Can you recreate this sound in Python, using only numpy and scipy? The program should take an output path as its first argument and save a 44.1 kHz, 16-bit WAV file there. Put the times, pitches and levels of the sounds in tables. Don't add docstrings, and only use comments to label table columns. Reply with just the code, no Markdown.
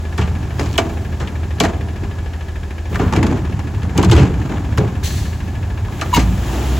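import sys
import numpy as np
from scipy import signal
from scipy.fft import rfft, irfft, next_fast_len
from scipy.io import wavfile
from scipy.ndimage import uniform_filter1d, minimum_filter1d, map_coordinates

SR = 44100
rng = np.random.default_rng(int(sys.argv[2]) if len(sys.argv) > 2 else 0)


def master_out(mix):
    frames = np.transpose(np.atleast_2d(mix))
    ceiling = np.clip(frames, -1, 1)
    pcm = np.round(ceiling * 32767).astype(np.int16)
    wavfile.write(sys.argv[1], SR, pcm)


N = 299439

# start_s, level_db, hardness_db, decay_scale_s, contact_hz, ring_share
ARM_CLANKS = [(0.177, -22, -5, 0.075, 1350, 0.2), (.212, -27, -6.5, 0.12, 2700, 0.4),
              (0.753, -31.5, -5, 0.037, 3340, 0.4), (.778, -9, -3, 0.049, 2940, 0.69),
              (1.199, -30, -6.5, 0.15, 1190, 0.17), (1.272, -31.5, -7, 0.059, 2880, 0.43),
              (1.6, -14, 3, 0.045, 1340, 0.6), (1.634, -18, -4, 0.081, 670, 0.03),
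              (1.649, -22.5, -3, 0.036, 1900, 0.45), (2.943, -25, -13, 0.058, 1240, 0.26),
              (2.954, -20.5, -7.5, 0.037, 1690, 0.01), (2.99, -30.5, -22, 0.74, 1180, 0.23),
              (3.161, -20, -6, 0.06, 2460, 0.06), (3.976, -20, 6.5, 0.023, 1380, 0.3),
              (4.027, -20, 2, 0.03, 1070, 0.2), (4.046, -23, 3, 0.027, 3760, 0),
              (4.112, -13.5, 2.5, 0.057, 3350, 0.1), (4.163, -20.5, -5, 0.21, 2620, 0.22),
              (4.774, -15.5, -6, 0.0072, 1090, 0), (5.881, -28, -20, 0.01, 1060, 0),
              (6.011, -17.5, -4.5, 0.054, 1300, 0.09), (6.162, -16, -1, 0.081, 970, 0.08),
              (6.191, -25, 2.5, 0.12, 2240, 0.17)]
# mode_hz, level_db, t60_s
ARM_MODES = [(233.5, -9, 0.42), (328, -6.5, 0.4), (409, -3.5, 0.41), (655, -12, 0.42), (685, 1.5, 0.093),
             (974, -9, 0.097), (1115, -2, 0.055), (1840, -12, 0.09), (2320, -2.5, 0.092), (2670, -3, 0.037),
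             (2966, 1.5, 0.033), (3353, 1, 0.035)]
# centre_hz, width_hz, gain
LINKAGE_PEAKS = [(2300, 10, 0.26), (3156, 77, 0.35), (4160, 59, 1), (6390, 110, 0.92), (7550, 140, 0.99),
                 (8000, 270, 1)]
# start_s, hopper_thump_db, cart_knock_db
LOAD_JOLTS = [(.18, -11.5, -24), (0.591, -32, -21.5), (.78, -22, -20.5), (1.203, -25, -25),
              (1.603, -20, -14.5), (2.02, -25, -28.5), (2.907, -12.5, -28.5), (2.992, -7.5, -19.5),
              (3.122, -8.5, -20), (3.166, -9, -23), (3.229, -13, -18), (3.32, -20, -23), (3.945, -6.5, -25),
              (3.98, -9, -13), (4.04, -9, -22.5), (4.105, -4.5, -13.5), (4.184, -5.5, -20),
              (4.494, -19, -22.5), (4.774, -13, -21), (6.16, -8, -23.5), (6.217, -8, -30)]
# mode_hz, level_db, t60_s
HOPPER_MODES = [(59.7, -3.5, 0.27), (90, -1.5, 0.3), (125, -5, 0.089), (182.4, -6, 0.31)]
# mode_hz, level_db, t60_s
CART_MODES = [(232, -14, 0.18), (310.5, -14, 0.22), (391, -9.5, 0.52), (441, -8.5, 0.19)]
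# start_s, note_db, pitch_hz, crack_db
CART_SLAPS = [(.595, -14, 385, -16.5), (.783, -9.5, 390, -28), (1.605, -11.5, 189.5, -22),
              (1.655, -11.5, 400, -34), (3.014, -16, 438, -34), (3.03, -11, 248.5, -39),
              (3.125, -8.5, 880, -22), (3.135, -16, 400, -21), (3.173, -11, 318, -35),
              (3.229, -14, 323, -17), (3.266, -22, 460, -19.5), (3.312, -12, 261, -29),
              (3.512, -21.5, 190.6, -39), (3.592, -21, 820, -31), (3.642, -19, 228.5, -45),
              (3.832, -15, 175.4, -32), (3.984, -2, 348.5, -26), (4.04, -11, 330, -30),
              (4.098, -20, 437, -21), (4.12, -6, 335, -28), (4.151, -13, 296, -21), (4.177, -7.5, 449, -24),
              (4.231, -9, 304, -27), (4.781, -12, 424, -17.5), (6.315, -18, 183, -47)]
# pitch_ratio, level_db
WALL_MODES = [(0.999, -0.5), (1.271, -6.5), (2.18, -15), (2.74, -13)]
# freq_hz, density_db
BOOM_SPECTRUM = [(20, -28), (42, -39), (58, -3), (100, 4.5), (135, -4), (220, -13), (600, -66)]
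# freq_hz, density_db
RATTLE_SPECTRUM = [(76, -32), (130, -11), (291, 0), (522, -19), (796, -8.5), (1320, -17), (2720, -25),
                   (5290, -37.5), (7150, -32), (8920, -50), (16000, -56)]
# start_s, end_s, level_db, pitch_hz
DRUM_SPELLS = [(3.18, 3.357, -21, 270), (4.08, 4.235, -11.5, 103), (4.777, 4.813, -12.5, 126),
               (4.785, 4.852, -23, 408), (6.161, 6.184, -10, 207)]
# pitch_ratio, density_db
DRUM_SPECTRUM = [(.35, -46), (.75, 6.5), (1.25, 0), (2.1, -12), (4.5, -25.5), (12, -64)]
# time_s, pitch_hz, lowest_mode_db, upper_modes_db
PIVOT_SLIP = [(6.125, 1010, -42, -50), (6.131, 990, -16, -36), (6.139, 980, -10.5, -26),
              (6.148, 965, -21, -18), (6.157, 960, -17, -22), (6.172, 945, -17, -28), (6.19, 935, -36, -50)]
# pitch_ratio, level_db
PIVOT_MODES = [(1.95, -9), (2.27, -5), (2.95, 0), (4, -7), (4.9, -10), (6.85, -6)]
# freq_hz, density_db
NOZZLE_SPECTRUM = [(1060, -35), (1800, -9), (4250, -6), (5100, -10), (6960, -11.5), (8360, -7.5),
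                   (9160, -28), (9680, -12), (11900, -17), (13300, -14), (16000, -16)]
# centre_hz, width_hz, gain
PORT_PEAKS = [(4300, 170, 0.6), (6070, 300, 1.4), (7000, 180, 0.87)]
# open_s, close_s, oil_hiss_db, load_sway_db
ARM_STROKES = [(0.196, 0.417, -50.5, -22), (0.526, 0.647, -36, -26), (0.794, 0.994, -43, -25.5),
               (1.28, 2.067, -60, -26.5), (2.887, 2.95, -35.5, -23.5), (3.27, 4.46, -56, -21),
               (4.367, 5.238, -45, -22), (5.39, 5.957, -47, -25), (5.896, 6.8, -37.5, -25)]
# freq_hz, density_db
HISS_SPECTRUM = [(400, -23), (1500, 3), (3000, 10.5), (5000, 1.5), (7000, 6.5), (10000, -0.5), (16000, 2)]
# crank_order, level_db
PUMP_ORDERS = [(20, -50), (30, -50), (40, -56), (125.3, -57)]
# time_s, speed_hz
CRANK_SPEED = [(0, 13.4), (.3, 13.3), (.5, 12.75), (1, 13), (2.2, 13.4), (3, 13.45), (4.1, 13.55),
               (4.55, 12.9), (5.3, 13.4), (5.95, 13.55), (6.2, 20), (6.37, 18.7), (6.79, 22.6)]
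# time_s, clatter_db, exhaust_db
ENGINE_EFFORT = [(0, 4, 0.7), (2.6, 2, -1), (5.85, 2.5, -1.5), (6.1, 7, -5), (6.22, 2, 9.5),
                 (6.38, 7.5, -2), (6.55, 14, 3), (6.79, 12, 6)]
# crank_order, level_db
EXHAUST_ORDERS = [(3, -22.5), (4, -36), (5, -34), (6, -24), (10, -38), (13, -41), (16, -43)]
# freq_hz, gain_db
PIPE_RESPONSE = [(25, -30), (40, -12), (58, 1), (80, 0), (125, -13), (190, 0)]
# freq_hz, density_db
BLOCK_SPECTRUM = [(20, -24), (45, 12.5), (100, 7), (170, -5), (380, -5.5), (480, -15), (720, -10.5),
                  (1400, -19.5), (2500, -24), (4500, -30), (7300, -30.5), (10000, -37), (16000, -42)]
# freq_hz, density_db
CHUFF_SPECTRUM = [(300, 4.5), (1400, -6.5), (1720, -8), (2000, -7.5), (2300, -3.5), (3300, -10),
                  (4500, -19), (16000, -34.5)]
# freq_hz, density_db
RUSTLE_SPECTRUM = [(700, -20), (2500, 0), (7000, -2), (12000, -16)]
# freq_hz, t60_s
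STREET_DECAY = [(60, 0.22), (400, 0.92), (2000, 0.036), (12000, 0.17)]
# freq_hz, correlation
STEREO_CORRELATION = [(100, .99), (330, .95), (600, .76), (3500, .82), (5400, .6), (6600, .92), (7400, .92),
                      (8500, -.96), (9450, -.99), (10600, .92), (11600, .92), (12600, -.98), (13600, -.98),
                      (14700, .95)]
# freq_hz, left_over_right_db
STEREO_BALANCE = [(200, 0), (550, -1.8), (1000, .5), (2000, 2.2), (5000, 2.2), (6700, 0)]


def clanks():
    track, t = np.zeros((2, N)), np.arange(SR // 2) / SR
    for start_s, level_db, hardness_db, decay_s, contact_hz, ring_share in ARM_CLANKS:
        contact = burst(t, .85 * contact_hz, 1.17 * contact_hz, 1.2 * decay_s)
        rattle = burst(t, 620, 1950, 2.1 * decay_s) + amp(1.5) * contact
        ringing = ring(t, ARM_MODES, scatter_db=3.5)
        clang = np.sqrt(1 - ring_share) * amp(-2) * rattle + np.sqrt(ring_share) * amp(-1) * ringing
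        crack = burst(t, 8800, 15000, t60_s=.015)
        tick = burst(t, 2120, 6800, 1.44 * decay_s) + amp(-7.5) * crack
        add(track, start_s, amp(level_db) * (clang + amp(hardness_db - 3.5) * tick))
    return track


def jolts(thump_rise_s=.017):
    track, t = np.zeros((2, N)), np.arange(SR // 2) / SR
    for start_s, thump_db, knock_db in LOAD_JOLTS:
        thump = ring(t, HOPPER_MODES, scatter_db=1.5) * (1 - np.exp(-t / thump_rise_s))
        knock = burst(t, 130, 402, t60_s=.25) + ring(t, CART_MODES, scatter_db=2.5)
        add(track, start_s, amp(knock_db) * knock + amp(thump_db) * thump)
    return track


def linkage(blows):
    lag_cycles = lambda hz: .007 * (2 * np.sqrt(1e3 * (hz + 150)) - hz / 4)
    swept = filtered(blows, lambda hz: np.exp(-2j * np.pi * lag_cycles(hz)))
    return resonant(swept, LINKAGE_PEAKS)


def cart_slaps(note_t60_cycles=39, note_rise_s=.0023, crack_t60_s=.04):
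    track, t = np.zeros((2, N)), np.arange(SR // 2) / SR
    for start_s, note_db, pitch_hz, crack_db in CART_SLAPS:
        modes = [(k * pitch_hz, db, note_t60_cycles / (k * pitch_hz)) for k, db in WALL_MODES]
        note = ring(t, modes, scatter_db=2) * (1 - np.exp(-t / note_rise_s))
        crack = burst(t, 600, 2200, crack_t60_s) + amp(-6) * burst(t, 2000, 7500, crack_t60_s)
        add(track, start_s, amp(note_db) * note + amp(crack_db) * crack)
    return track


def shaking():
    times_s, thump_db, knock_db = np.transpose(LOAD_JOLTS)
    sway_power = sum((amp(db) * gate(open_s, close_s, rise_s=.008, fall_s=.28)) ** 2
                     for open_s, close_s, _, db in ARM_STROKES)
    boom_power = aftershake_power(times_s, thump_db - 5.5, rise_s=.0094, t60_s=.87)
    rattle_power = aftershake_power(times_s, knock_db - 1.5, rise_s=.0032, t60_s=.56)
    boom = np.sqrt(sway_power + boom_power) * noise(BOOM_SPECTRUM)
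    rattle_level = np.sqrt(sway_power * amp(-12) ** 2 + rattle_power)
    contacts = amp(3.5 * wobble(130))
    rattle = rattle_level * noise(RATTLE_SPECTRUM, contacts)
    dull = filtered(rattle, lambda hz: 1 / (1 + (hz / 900) ** 2))
    brightness = np.clip(np.sqrt(rattle_level / amp(-27.5)), 0, 1)
    return boom + dull + brightness * (rattle - dull)


def cart_drumming():
    track = np.zeros((2, N))
    chatter = amp(3 * wobble(110))
    for start_s, end_s, level_db, pitch_hz in DRUM_SPELLS:
        walls = noise([(k * pitch_hz, db) for k, db in DRUM_SPECTRUM], chatter)
        track += amp(level_db) * gate(start_s, end_s, rise_s=.0042, fall_s=.016) * walls
    return track


def pivot_squeal():
    pitch_hz, tone_db, screech_db = curves(PIVOT_SLIP)
    mode = lambda k: np.sin(2 * np.pi * np.cumsum(k * pitch_hz * (1 + .025 * wobble(900))) / SR)
    tone = amp(tone_db) * unit(amp(2.5 * wobble(300)) * mode(1))
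    screech = unit(sum(amp(db + 3 * wobble(300)) * mode(k) for k, db in PIVOT_MODES))
    t = np.arange(N) / SR
    slipping = (t > PIVOT_SLIP[0][0]) & (t < PIVOT_SLIP[-1][0])
    return slipping * (tone + amp(screech_db) * (screech + amp(-.5) * noise(HISS_SPECTRUM)))


def air_valve(start_s=5.03, rise_s=.0082):
    spit = amp(-26) * gate(start_s, start_s + .043, rise_s, fall_s=.021)
    bleed = amp(-32.5) * gate(start_s, start_s + .15, rise_s, fall_s=.12)
    return np.hypot(spit, bleed) * unit(resonant(noise(NOZZLE_SPECTRUM), PORT_PEAKS))


def hydraulics(crank_hz, turns, reference_hz=20.8, speed_exponent=2.14):
    whine = sum(amp(db + 3 * wobble(8)) * np.sin(2 * np.pi * k * turns + .7 * wobble(14))
                for k, db in PUMP_ORDERS)
    flow_power = sum((amp(db) * gate(open_s, close_s, rise_s=.014, fall_s=.28)) ** 2
                     for open_s, close_s, db, _ in ARM_STROKES)
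    hiss_level = np.sqrt(flow_power) * (crank_hz / reference_hz) ** speed_exponent
    return np.sqrt(2) * whine + hiss_level * amp(.76 * wobble(25)) * noise(HISS_SPECTRUM)


def engine(crank_hz, turns):
    clatter_db, exhaust_db = curves(ENGINE_EFFORT)
    exhaust = np.zeros(N)
    for order, db in EXHAUST_ORDERS:
        level_db = db + along(PIPE_RESPONSE, order * crank_hz) + exhaust_db + 1.1 * wobble(13)
        exhaust += amp(level_db) * np.sqrt(2) * np.sin(2 * np.pi * order * turns + .2 * wobble(20))
    firing = 1 + .044 * np.cos(2 * np.pi * 3 * turns)
    block = amp(-30.5) * noise(BLOCK_SPECTRUM, firing)
    rumble = filtered(block, lambda hz: 1 / (1 + (hz / 170) ** 4))
    return exhaust + amp(2) * rumble + amp(clatter_db) * (block - rumble)


def compressor(turns, plate_hz=1700, plate_sustain=.14):
    stroke_turns = (turns - .667) % 1
    puff = (1 - np.exp(-stroke_turns / .02)) * np.exp(-stroke_turns / .18)
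    plate_rad = 2 * np.pi * plate_hz * np.arange(N) / SR + 1.6 * wobble(150)
    plate = unit((puff + plate_sustain) * np.sin(plate_rad))
    return amp(-40) * (noise(CHUFF_SPECTRUM, puff) + amp(-5.5) * plate)


def rubbish():
    snaps = amp(7 * wobble(700))
    return amp(-38) * gate(.6, .64, rise_s=.008, fall_s=.15) * noise(RUSTLE_SPECTRUM, snaps)


def street(x, rise_s=.0031):
    hz, t, spectra = signal.stft(rng.standard_normal((2, SR // 2)), SR, nperseg=256)
    decay = amp(-60 * t / along(STREET_DECAY, hz)[:, None])
    tail = signal.istft(spectra * decay, SR, nperseg=256)[1]
    tail *= 1 - np.exp(-np.arange(tail.shape[1]) / SR / rise_s)
    return signal.fftconvolve(x, tail / np.linalg.norm(tail[0]), axes=1)[:, :N]


def amp(db):
    return 10 ** (np.asarray(db) / 20)


def unit(x):
    return x / np.sqrt(np.mean(x ** 2) + 1e-20)


def along(points, hz):
    freq_hz, values = np.transpose(points)
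    return np.interp(np.log(hz + 1), np.log(freq_hz + 1), values)


def curves(rows):
    time_s, *columns = np.transpose(rows)
    return [np.interp(np.arange(N) / SR, time_s, column) for column in columns]


def wobble(rate_hz):
    knots = rng.standard_normal(int(N * rate_hz / SR) + 4)
    return map_coordinates(knots, [np.arange(N) * rate_hz / SR])


def gate(start_s, end_s, rise_s, fall_s):
    t = np.arange(N) / SR
    attack = 1 - np.exp(-np.maximum(t - start_s, 0) / rise_s)
    return attack * np.exp(-np.maximum(t - end_s, 0) / fall_s)


def aftershake_power(times_s, level_db, rise_s, t60_s):
    t = np.arange(2 * SR) / SR
    kicks = np.bincount(np.round(times_s * SR).astype(int), amp(level_db) ** 2, N)
    envelope = (1 - np.exp(-t / rise_s)) * amp(-60 * t / t60_s)
    return np.abs(signal.fftconvolve(kicks, envelope ** 2)[:N])


def filtered(x, response):
    n = x.shape[-1]
    padded = next_fast_len(n + 8192)
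    return irfft(rfft(x, padded) * response(np.fft.rfftfreq(padded, 1 / SR)), padded)[..., :n]


def resonant(x, peaks):
    peak = lambda f, hz, width_hz: 1j * f * width_hz / (hz * hz - f * f + 1j * f * width_hz)
    return filtered(x, lambda f: 1 + sum(gain * peak(f, hz, width_hz) for hz, width_hz, gain in peaks))


def noise(spectrum, drive=1):
    return unit(filtered(drive * rng.standard_normal((2, N)), lambda hz: amp(along(spectrum, hz))))


def burst(t, lo_hz, hi_hz, t60_s):
    band = signal.butter(2, [lo_hz, hi_hz], "band", fs=SR, output="sos")
    white = rng.standard_normal((2, len(t)))
    return signal.sosfilt(band, white * amp(-60 * t / t60_s)) * np.sqrt(SR / 2 / (hi_hz - lo_hz))


def ring(t, modes, scatter_db):
    hz, db, t60_s = np.transpose(modes)[:, :, None]
    strength = amp(db + scatter_db * rng.standard_normal(hz.shape) - 60 * t / t60_s)
    return np.sum(strength * np.sin(2 * np.pi * (hz * t + rng.random((2, len(modes), 1)))), axis=1)


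def add(track, start_s, sound):
    part = track[:, round(start_s * SR):][:, :sound.shape[-1]]
    part += sound[..., :part.shape[-1]]


def scene():
    crank_hz, = curves(CRANK_SPEED)
    turns = np.cumsum(crank_hz) / SR
    knocks = linkage(clanks() + jolts()) + cart_slaps()
    lift = knocks + shaking() + cart_drumming() + pivot_squeal()
    truck = air_valve() + hydraulics(crank_hz, turns) + engine(crank_hz, turns) + compressor(turns)
    mix = lift + truck + rubbish() + amp(-13.5) * street(knocks)
    angle = lambda hz: np.arccos(np.clip(along(STEREO_CORRELATION, hz), -1, 1)) / 2
    mid, side = filtered(mix, lambda hz: np.array([np.cos(angle(hz)), 1j * np.sin(angle(hz))]))
    balance = lambda hz: amp(np.outer([.5, -.5], along(STEREO_BALANCE, hz)))
    return filtered(np.array([mid + side, mid - side]), balance)


def record(dry, low_cut_hz=31, ceiling=.96, top_hz=15900):
    heard = filtered(dry, lambda hz: 1 - 1 / (1 + (hz / low_cut_hz) ** 4))
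    needed_gain = np.minimum(1, ceiling / (np.abs(heard).max(axis=0) + 1e-9))
    gain = uniform_filter1d(minimum_filter1d(needed_gain, size=160), size=140)
    return filtered(heard * gain, lambda hz: hz < top_hz)


dry = scene()
out = record(dry)
master_out(out)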